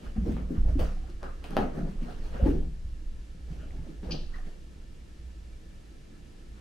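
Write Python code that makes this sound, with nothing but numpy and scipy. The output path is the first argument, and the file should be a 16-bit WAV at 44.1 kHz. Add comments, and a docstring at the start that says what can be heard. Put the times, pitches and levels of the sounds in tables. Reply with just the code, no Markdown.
"""A bare room with carpet on a sprung wooden floor: two cats wrestle, then part; one spits and squeaks.
Landings ring decaying low floor modes, paws are short padded tones, claws snap and knock the boards.
Shoves swell shaped noise for rolling, scrabbling and fur on the pile; the voice is puffs and wavering tones.
Noise tails answer as the room; filtered noise makes the floor sway, the house rumble, the faint whine
and the camera's hiss."""
import sys
import numpy as np
from scipy import signal
from scipy.fft import rfft, irfft, next_fast_len
from scipy.io import wavfile
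from scipy.ndimage import uniform_filter1d, map_coordinates

SR = 44100
rng = np.random.default_rng(int(sys.argv[2]) if len(sys.argv) > 2 else 0)


def transcribe(signal):
    """Save signal, clipped to [-1, 1], as a 16-bit WAV file at the path in sys.argv[1]."""
    frames = np.atleast_2d(signal).T
    limited = np.clip(frames, -1, 1)
    pcm = np.round(limited * 32767).astype(np.int16)
    wavfile.write(sys.argv[1], SR, pcm)


N = 291324

# Heavy landings that shake the floor: (time [s], boom level [dB], joist sway level [dB])
LANDINGS = [(0.063, -27, -29), (0.179, -12.5, -50), (0.231, -19.5, -50), (0.279, -13.5, -32),
            (0.328, -19, -41), (0.421, -21.5, -46), (0.579, -11, -11.5), (0.652, -15.5, -49),
            (0.688, -14.5, -37), (0.767, -14, -33), (0.817, -12.5, -48), (0.928, -58, -23),
            (1.144, -27, -25), (1.597, -21.5, -45), (1.818, -31, -21), (2.048, -31, -50), (2.253, -26, -59),
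            (2.426, -5.5, -36), (2.5, -11, -49), (2.548, -17, -17.5), (2.849, -22.5, -62),
            (3.054, -51, -18), (3.72, -36, -55), (4.067, -23, -53), (4.167, -59, -25)]
# Floor and room modes, the joists first: (frequency [Hz], relative level [dB], decay t60 [s])
FLOOR_MODES = [(21.37, -3, 0.53), (53.8, 1.5, 0.16), (74.2, -2, 0.11), (103.2, -17.5, 0.18)]

# Paws and flanks on the carpet, toes the highest: (time [s], level [dB], pad pitch [Hz])
THUDS = [(0.033, -34, 234), (0.161, -20, 205), (0.164, -39.5, 750), (0.18, -14, 188), (0.263, -28, 462),
         (0.268, -18, 282), (0.292, -15.5, 221), (0.326, -22.5, 177), (0.367, -35, 580),
         (0.383, -23.5, 200), (0.501, -36, 500), (0.505, -19, 291), (0.527, -20.5, 205),
         (0.556, -22.5, 184), (0.677, -36.5, 574), (0.694, -27, 163), (0.754, -20, 289), (0.7, -34, 614),
         (0.785, -24, 316), (0.795, -28, 645), (0.81, -26.5, 648), (0.81, -21.5, 189), (0.849, -33, 510),
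         (0.967, -43, 750), (1.037, -43.5, 764), (1.094, -35, 337), (1.233, -37, 550), (1.285, -44, 1240),
         (1.442, -37, 715), (1.53, -33.5, 790), (1.564, -24.5, 210), (1.567, -17.5, 587), (1.57, -27, 1310),
         (1.572, -31, 1720), (1.605, -27, 736), (1.622, -33, 1270), (1.574, -20, 800), (1.587, -19, 215),
         (1.609, -31, 190), (1.592, -18.5, 740), (1.63, -22.5, 304), (1.63, -28, 650), (1.776, -18.5, 241),
         (1.782, -31, 683), (1.785, -35, 445), (1.808, -26, 155), (1.81, -34, 676), (1.83, -18.5, 173),
         (2.019, -25, 219), (2.049, -30, 230), (2.083, -37.5, 720), (2.345, -33, 584), (2.354, -25, 200),
         (2.397, -24.5, 537), (2.41, -32.5, 695), (2.422, -26, 540), (2.44, -28, 536), (2.436, -13, 225),
         (2.456, -32, 854), (2.485, -40, 790), (2.456, -19, 483), (2.46, -8.5, 304.5), (2.479, -22, 472),
         (2.484, -16, 300), (2.47, -32, 866), (2.486, -19, 390), (2.5, -22, 160), (2.518, -25, 220),
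         (2.548, -20.5, 167), (3.348, -35, 164), (3.503, -29.5, 154.4), (3.628, -45.5, 624),
         (3.634, -35.5, 254), (3.78, -49.5, 846), (3.789, -29.5, 156), (3.889, -32.5, 303),
         (3.866, -34, 247), (3.866, -42.5, 580), (4.028, -32, 252), (4.085, -31, 488), (4.096, -35, 151),
         (4.148, -27.5, 146), (4.384, -44, 744), (4.469, -37.5, 210), (4.472, -48.5, 677)]
PAD_DECAY_S = 0.83 / 205  # the same for every pad, so higher pads ring more cycles
PAD_PAN_DB, CLAW_PAN_DB = 2.5, 2  # the cats are left of the camera
# Standing waves of the room: (frequency [Hz], width [Hz], level [dB])
STANDING_WAVES = [(155, 4.5, 3.5), (195.4, 6.7, 2.5), (265.6, 6.4, -10.5)]

# Claws catching the pile, with two early wall echoes of the strongest crack at 1.5742 and 1.5906 s:
# (time [s], crack peak [dB], knock peak [dB], treble tilt [dB at 4 kHz])
CLAWS = [(0.264, -51, -38, -10), (0.3673, -60, -30, 0), (0.7937, -33, -38, 2), (1.1006, -44, -52, -4),
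         (1.2307, -39, -30, 5), (1.2393, -65, -34, 11), (1.4419, -33, -39, -6), (1.5073, -38, -36, 7),
         (1.568, -24, -10.5, 5), (1.5742, -40, -19, 7), (1.5756, -32, -31, -16), (1.5906, -41, -26, 9),
         (2.461, -38, -46, -12), (4.0315, -53, -41, -3), (4.0456, -48, -41, -12), (4.0986, -60, -36.5, -10)]
# Spectrum of a claw's crack: (frequency [Hz], level [dB])
SNAP_SPECTRUM = [(1200, -31), (2500, 14), (4000, 1), (5500, 3), (7200, -7.5), (9500, -6), (12500, -11),
                 (16000, -47)]
FRAY = 0.13  # strength of fibres tearing after the snap, against a snap of 1
# Boards under the carpet: (frequency [Hz], width [Hz], level [dB])
BOARDS = [(463, 860, -1.5), (1280, 2900, -8.5)]

# Shoves and slides over the carpet, levels at their strongest moment:
# (time [s], swell time [s], body weight [dB], pile dragged [dB], fur rubbed [dB])
SHOVES = [(0.06, 0.21, -49, -58, -57), (0.165, 0.012, -43.5, -60, -64), (0.277, 0.044, -32, -57, -63),
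          (0.325, 0.15, -42, -70, -53.5), (0.37, 0.012, -46, -51, -69), (0.516, 0.03, -36, -70, -65),
          (0.56, 0.064, -70, -55.5, -59), (0.691, 0.058, -42, -58, -56.5), (0.8, 0.019, -38, -44.5, -44),
          (0.84, .03, -59, -54.5, -71), (1.1, 0.18, -61, -63, -64), (1.24, 0.03, -48, -47, -59),
          (1.45, 0.035, -52.5, -57, -52.5), (1.53, 0.12, -51, -52, -60), (1.6, 0.12, -34, -44.5, -52.5),
          (1.788, 0.11, -35.5, -50.5, -57.5), (1.89, 0.063, -44, -62, -57.5),
          (2.031, 0.067, -48.5, -58, -56.5), (2.112, 0.12, -48, -52.5, -55),
          (2.26, 0.13, -47.5, -65, -53.5), (2.349, 0.055, -46.5, -46.5, -56), (2.41, 0.058, -39, -62, -60),
          (2.472, 0.073, -27.5, -48.5, -49.5), (3.52, 0.07, -49, -69, -59), (3.6, 0.099, -54, -78, -65),
          (3.77, 0.46, -51.5, -72, -65), (3.892, 0.15, -49.5, -71, -61), (4.039, 0.02, -39, -68, -58),
          (4.108, 0.047, -37, -53.5, -57.5), (4.36, 0.081, -60, -55, -59.5), (4.47, 0.044, -50.5, -68, -60),
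          (4.55, 0.12, -58.5, -88, -80), (6.58, 0.05, -76, -61, -73)]
SWELL_DB = 18  # rise over the swell time
# Fade after each shove: one rate each for rolling, scrabbling, pile, fur [dB/s]
FALL_RATES = [142, 124, 131, 107]
SCRABBLE_SHARE, SCRABBLE_DB = 0.54, 1  # weight's share against drag in the scrabbling level, and its lift
# Bodies rolling on the carpet, spectrum: (frequency [Hz], level [dB])
ROLL_SPECTRUM = [(90, -52), (155, 16.5), (200, 11), (290, 7), (420, 7), (700, -44)]
# Paws scrabbling, spectrum: (frequency [Hz], level [dB])
SCRABBLE_SPECTRUM = [(300, -9), (480, 15), (600, 11.5), (800, 7.5), (1000, -1), (1500, -48)]
# Carpet pile dragged, spectrum: (frequency [Hz], level [dB])
PILE_SPECTRUM = [(700, -10), (1200, 6.5), (1800, -1.5), (2500, -12), (4000, -19), (7000, -41)]
# Fur scrubbing the carpet, spectrum: (frequency [Hz], level [dB])
FUR_SPECTRUM = [(1800, 7.5), (3000, 3.5), (5000, -2.5), (8000, -9), (12000, -13.5), (13500, -23),
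                (15000, -31), (15700, -49)]
# Extra brightness of hard-rubbed fur, spectrum: (frequency [Hz], level [dB])
SHEEN_SPECTRUM = [(9000, -40), (11000, -11), (15000, -3), (15700, -2)]
SHEEN_DB, SHEEN_POWER = 31, 1.92  # gain, and how much faster than the fur it grows

# The spit, a single row: (time [s], length [s], level [dB])
SPIT = (4.108, 0.023, -38.5)
TRAIL_DB, TRAIL_T60 = -9.5, 0.5  # air still leaking after the spit: level against the spit, decay [s]
# The open mouth of the spit: (frequency [Hz], width [Hz], level [dB])
OPEN_MOUTH = [(2400, 330, -3), (3080, 470, 0), (3900, 440, -3.5), (4770, 350, 5), (6000, 960, -10)]
# The mouth as it relaxes: (frequency [Hz], width [Hz], level [dB])
RELAXED_MOUTH = [(2570, 490, -5), (3520, 810, 1), (4700, 700, 1), (5900, 870, -9)]
# A faint hoarse tone, a single row:
# (time [s], length [s], start [Hz], end [Hz], level [dB], octave above against it [dB])
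MEW = (3.565, .12, 1450, 1360, -59, -5)
# Squeaks, the first a mere tick: (time [s], length [s], pitch [Hz], level [dB])
SQUEAKS = [(3.7075, 0.0027, 2100, -48), (4.337, 0.026, 1905, -46), (4.362, 0.012, 2050, -57),
           (4.383, 0.017, 1840, -52)]
HOARSE_HZ, SQUEAK_WANDER_HZ = 170, 75  # depth of the random pitch wander of mew and squeaks

# Sway of the floor in its two lowest modes: (time [s], joist level [dB], boom level [dB])
SWAY = [(0.0, -36.5, -45.5), (0.5, -43, -40.5), (0.75, -23.5, -33.5), (1.18, -43, -46.5),
        (1.78, -35, -40.5), (2.04, -36.5, -46), (2.3, -33, -43), (2.5, -35.5, -24.5), (2.76, -36.5, -43.5),
        (3.13, -39, -45.5), (3.26, -42.5, -46.5), (3.72, -37.5, -40), (3.95, -43, -44.5),
        (4.27, -33.5, -46.5), (4.82, -46.5, -49), (5.32, -52.5, -43.5), (5.8, -47, -50), (6.61, -51, -49)]
# Faint wavering bands in the room tone, applied twice over: (frequency [Hz], width [Hz], level [dB])
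WHINE_BANDS = [(1295, 70, -1), (1755, 160, 0), (2314, 43, 0), (2780, 290, -4)]
# Rumble and tone of the house, spectrum: (frequency [Hz], level [dB])
HOUSE_SPECTRUM = [(50, -53), (85, -5), (200, -6), (281, -11), (322, -7), (391, -17), (438, -14),
                  (1000, -30.5), (1300, -58), (2200, -120)]
# Hiss of the camera, spectrum: (frequency [Hz], level [dB])
HISS_SPECTRUM = [(300, -10), (1000, -2), (1750, -1.5), (2100, -2), (2800, -2.5), (5000, -5), (8000, -9.5),
                 (12500, -17), (13000, -33)]
WHINE_DB, HOUSE_DB, HISS_DB = -71.5, -55, -64.5
PATCHY_DB = 2.5  # depth of the swelling and fading of random bands

# How alike left and right noise are: (frequency [Hz], likeness [-1 to 1])
LIKENESS = [(30, 0.97), (60, 0.93), (130, 0.99), (290, 0.7), (640, -0.077), (1400, -0.022), (3100, 0.41),
            (6800, 0.46), (15000, 0.11)]
# Decay of the room: (frequency [Hz], t60 [s])
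ROOM_DECAY = [(150, 0.55), (400, 0.47), (800, 0.29), (2000, 0.38), (5000, 0.21), (12000, 0.31)]
# The camera body colours sound from the room: (frequency [Hz], width [Hz], boost [dB])
CAMERA_BODY = [(1040, 280, -2), (2200, 690, -1.5), (2900, 650, 1.5), (3600, 550, -3), (4270, 520, 2),
               (6320, 600, 4), (6930, 900, -3.5), (9000, 810, .5)]
TOP_HZ = 15750  # band limit of the camera


def amp(db):
    """Decibels to amplitude."""
    return 10 ** (np.asarray(db) / 20)


def unit(x):
    """Scale to an rms of 1."""
    return x / np.sqrt(np.mean(x ** 2) + 1e-20)


def along(points, hz):
    """Read (frequency, value) points on a log frequency axis."""
    f, v = np.transpose(points)
    return np.interp(np.log(hz + 1), np.log(f + 1), v)


def curves(rows):
    """One gain per sample for each dB column after the time."""
    s, *columns = np.transpose(rows)
    return [amp(np.interp(np.arange(N) / SR, s, column)) for column in columns]


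def filtered(x, response):
    """Shape x by a complex response of frequency."""
    m = next_fast_len(x.shape[-1] + 8192)
    return irfft(rfft(x, m) * response(np.fft.rfftfreq(m, 1 / SR)), m)[..., :x.shape[-1]]


def modes(table):
    """Causal response of (frequency, width, level) resonances, summed with alternating sign."""
    def response(f):
        total = 0
        for k, (centre, width, db) in enumerate(table):
            damping = 1j * f * width
            total = total + (-1) ** k * amp(db) * damping / (centre * centre - f * f + damping)
        return total
    return response


def pair(n):
    """Two white noises, as alike as a diffuse field is at the two ports."""
    def mid_side_gains(hz):
        turn = np.arccos(np.clip(along(LIKENESS, hz), -1, 1)) / 2
        return np.array([np.cos(turn), np.sin(turn)])
    mid, side = filtered(rng.standard_normal((2, n)), mid_side_gains)
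    return np.array([mid + side, mid - side])


def wander(t, rate):
    """Smooth random drift with rate new values a second."""
    return map_coordinates(rng.standard_normal(int(t[-1] * rate) + 4), [t * rate])


def rush(spectrum, lumpy_db, rate):
    """Stereo noise of rms 1 in lumps, rate a second."""
    lumps = wander(np.arange(N) / SR, rate)
    noise = filtered(pair(N), lambda hz: amp(along(spectrum, hz)))
    return unit(amp(lumpy_db * lumps) * noise)


def patchy(x):
    """Random bands of a noise swell and fade; the result has rms 1."""
    z = signal.stft(x, nperseg=512)[2]
    field = uniform_filter1d(rng.standard_normal(z.shape[1:]), size=7, axis=0)  # smooth over frequency
    field = uniform_filter1d(field, size=8, axis=1)  # and over time
    return unit(signal.istft(z * amp(PATCHY_DB * unit(field)), nperseg=512)[1][:, :N])


def add(out, s, sound, pan_db, wet_db, count=0, dull_db=0):
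    """Place a sound and its own room tail, each frequency dying at its own speed.

    The right port hears the direct sound count samples later.
    Carpet and curtains take treble off the tail, dull_db at 4 kHz and more above."""
    hz, t, z = signal.stft(pair(SR // 4), SR, nperseg=256)
    decay_db = -60 * t / along(ROOM_DECAY, hz)[:, None]
    treble_db = dull_db * np.log2(hz / 4000 + 1)[:, None]
    tail = signal.istft(z * amp(decay_db - treble_db), SR, nperseg=256)[1]
    delayed = np.pad(sound, (140, 0))[None]  # the room answers a little late
    wet = signal.fftconvolve(delayed, tail / np.linalg.norm(tail[0]), axes=1)
    at = round(s * SR)
    out[0, at:at + len(sound)] += sound * amp(pan_db / 2)
    out[1, at + count:at + count + len(sound)] += sound * amp(-pan_db / 2)
    out[:, at:at + wet.shape[1]] += amp(wet_db) * wet * amp([[pan_db / 4], [-pan_db / 4]])


def landings():
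    """A soft blow rings the low floor modes, slightly stronger at the right port."""
    out, t = np.zeros(N + SR), np.arange(SR) / SR
    soft_onset = 1 - np.exp(-t / 0.016)
    for s, boom_db, sway_db in LANDINGS:
        for k, (hz, db, t60) in enumerate(FLOOR_MODES):
            blow_db = boom_db if k else sway_db  # the first mode is the joists
            level = amp(blow_db + db - 60 * t / t60)
            out[round(s * SR):][:SR] += level * np.sin(2 * np.pi * hz * t) * soft_onset
    return out[:N] * amp([[-.7], [.7]])


def thuds():
    """A padded contact gives a brief tone at its own pitch; the rest is the room and its standing waves."""
    out, t = np.zeros((2, N + SR)), np.arange(SR // 10) / SR
    u = t / PAD_DECAY_S
    for s, db, hz in THUDS:
        pad = amp(db) * u * np.exp(-u) * np.sin(2 * np.pi * hz * t)
        add(out, s, pad, PAD_PAN_DB, wet_db=-2.5)
    return out[:, :N] + filtered(out[:, :N].mean(axis=0), modes(STANDING_WAVES))


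def claws():
    """A thread lets go with a crack and the paw knocks the boards; two rows are early wall echoes."""
    out, t = np.zeros((2, N + SR)), np.arange(SR // 20) / SR
    snap = np.arange(len(t)) == round(SR / 5000)  # a single click
    knock = filtered(t * np.exp(-t / .0001), modes(BOARDS))  # the pad softens the blow
    knock = knock / abs(knock).max()
    for s, db, knock_db, tilt_db in CLAWS:
        burst = FRAY * amp(-60 * t / 0.006) * rng.standard_normal(len(t)) - snap
        crack = filtered(burst, lambda hz: amp(along(SNAP_SPECTRUM, hz) + tilt_db * np.log2(hz / 4000 + 1)))
        snag = amp(db) * crack / abs(crack).max() - amp(knock_db) * knock
        add(out, s, snag, CLAW_PAN_DB, wet_db=-1.5, dull_db=3.0)
    return out[:, :N]


def scuffle():
    """Each shove swells and fades; rolling, scrabbling, pile and fur are noise, mostly lumpier when lower."""
    power, t = np.zeros((4, 6700)), np.arange(6700) / 1000  # envelopes in 1 ms steps
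    fall = -np.array(FALL_RATES)[:, None]
    for s, swell, weight_db, drag_db, fur_db in SHOVES:
        paws_db = SCRABBLE_SHARE * weight_db + (1 - SCRABBLE_SHARE) * drag_db + SCRABBLE_DB
        peak_db = np.array([[weight_db], [paws_db], [drag_db], [fur_db]])
        slope = np.where(t < s, SWELL_DB / swell, fall)
        power += amp(peak_db + slope * (t - s)) ** 2
    roll, scrabble, pile, fur = (np.interp(np.arange(N) / SR, t, g) for g in np.sqrt(power))
    out = roll * rush(ROLL_SPECTRUM, lumpy_db=2.5, rate=37)
    out += scrabble * rush(SCRABBLE_SPECTRUM, lumpy_db=3.0, rate=27)
    out += pile * patchy(rush(PILE_SPECTRUM, lumpy_db=1.0, rate=120))
    # hard rubbing brightens the fur
    out += amp(SHEEN_DB) * fur ** SHEEN_POWER * rush(SHEEN_SPECTRUM, lumpy_db=0.0, rate=200)
    return out + fur * patchy(rush(FUR_SPECTRUM, lumpy_db=1.0, rate=330))


def spit(out):
    """A sputtering puff of noise through the open mouth, then air leaking as the mouth relaxes."""
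    s, length, db = SPIT
    t = np.arange(round(length * SR)) / SR
    sputter = 1 + 0.31 * np.sin(2 * np.pi * 230 * t)
    puff = np.sin(np.pi * t / length) ** 0.32 * sputter * rng.standard_normal(len(t))
    shaped = filtered(puff, lambda hz: modes(OPEN_MOUTH)(hz) * (hz > 2100) * (hz < 7200))
    add(out, s, amp(db) * unit(shaped), 3.0, wet_db=-2.5, count=2)

    t = np.arange(SR // 4) / SR
    breath = rng.standard_normal(len(t))
    trail = unit(filtered(breath, lambda hz: modes(RELAXED_MOUTH)(hz) * (hz > 2200) * (hz < 6600)))
    leak = amp(db + TRAIL_DB - 60 * t / TRAIL_T60) * (1 - np.exp(-t / 0.0045))
    add(out, s + length / 2, leak * trail, 3.0, wet_db=-0.5, count=2)


def mew(out):
    """A faint gliding tone and its octave, hoarse from fast pitch wander."""
    s, length, start_hz, end_hz, db, octave_db = MEW
    t = np.arange(round(length * SR)) / SR
    pitch = start_hz + (end_hz - start_hz) * t / length + HOARSE_HZ * wander(t, 500)
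    phase = 2 * np.pi * np.cumsum(pitch) / SR
    tone = np.sin(phase) + amp(octave_db) * np.sin(2 * phase)
    add(out, s, amp(db) * np.sin(np.pi * t / length) * tone, 1.5, wet_db=-7)


def squeaks(out):
    """Brief wavering sine tones that rise faster than they fade."""
    for s, length, hz, db in SQUEAKS:
        t = np.arange(round(length * SR)) / SR
        phase = 2 * np.pi * np.cumsum(hz + SQUEAK_WANDER_HZ * wander(t, 300)) / SR
        swell = np.sin(np.pi * np.sqrt(t / length))
        add(out, s, amp(db) * swell * np.sin(phase), 1.5, wet_db=-6.0, count=2)


def voice():
    """Spit, mew and squeaks, each with its room tail."""
    out = np.zeros((2, N + SR))
    spit(out)
    mew(out)
    squeaks(out)
    return out[:, :N]


def house():
    """The swaying floor keeps the two lowest modes moving over the room tone, a faint whine and the hiss."""
    joist, boom = curves(SWAY)
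    shaking = pair(N) * amp([[-.7], [.7]])
    out = joist * unit(filtered(shaking, lambda hz: modes([(22, 12, 0)])(hz) ** 2))
    out += boom * unit(filtered(shaking, lambda hz: modes([(55, 16, 0)])(hz) ** 2))
    out += amp(WHINE_DB) * patchy(filtered(pair(N), lambda hz: modes(WHINE_BANDS)(hz) ** 2))
    out += amp(HOUSE_DB) * rush(HOUSE_SPECTRUM, lumpy_db=-0.56, rate=2.27)
    return out + amp(HISS_DB) * rush(HISS_SPECTRUM, lumpy_db=.2, rate=8)


def camera_body(f):
    """Causal boosts and dips of the camera body."""
    gain = 1
    for centre, width, db in CAMERA_BODY:
        spring, damping = centre * centre - f * f, 1j * f * width
        gain = gain * (spring + damping * amp(db / 2)) / (spring + damping * amp(-db / 2))
    return gain


def scene():
    """The cats coloured by the camera body, over the uncoloured floor modes and house."""
    cats = thuds() + claws() + scuffle() + voice()
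    return landings() + filtered(cats, camera_body) + house()


def record(dry):
    """The camera keeps nothing above its band limit."""
    return filtered(dry, lambda hz: hz < TOP_HZ)


dry = scene()
out = record(dry)
transcribe(out)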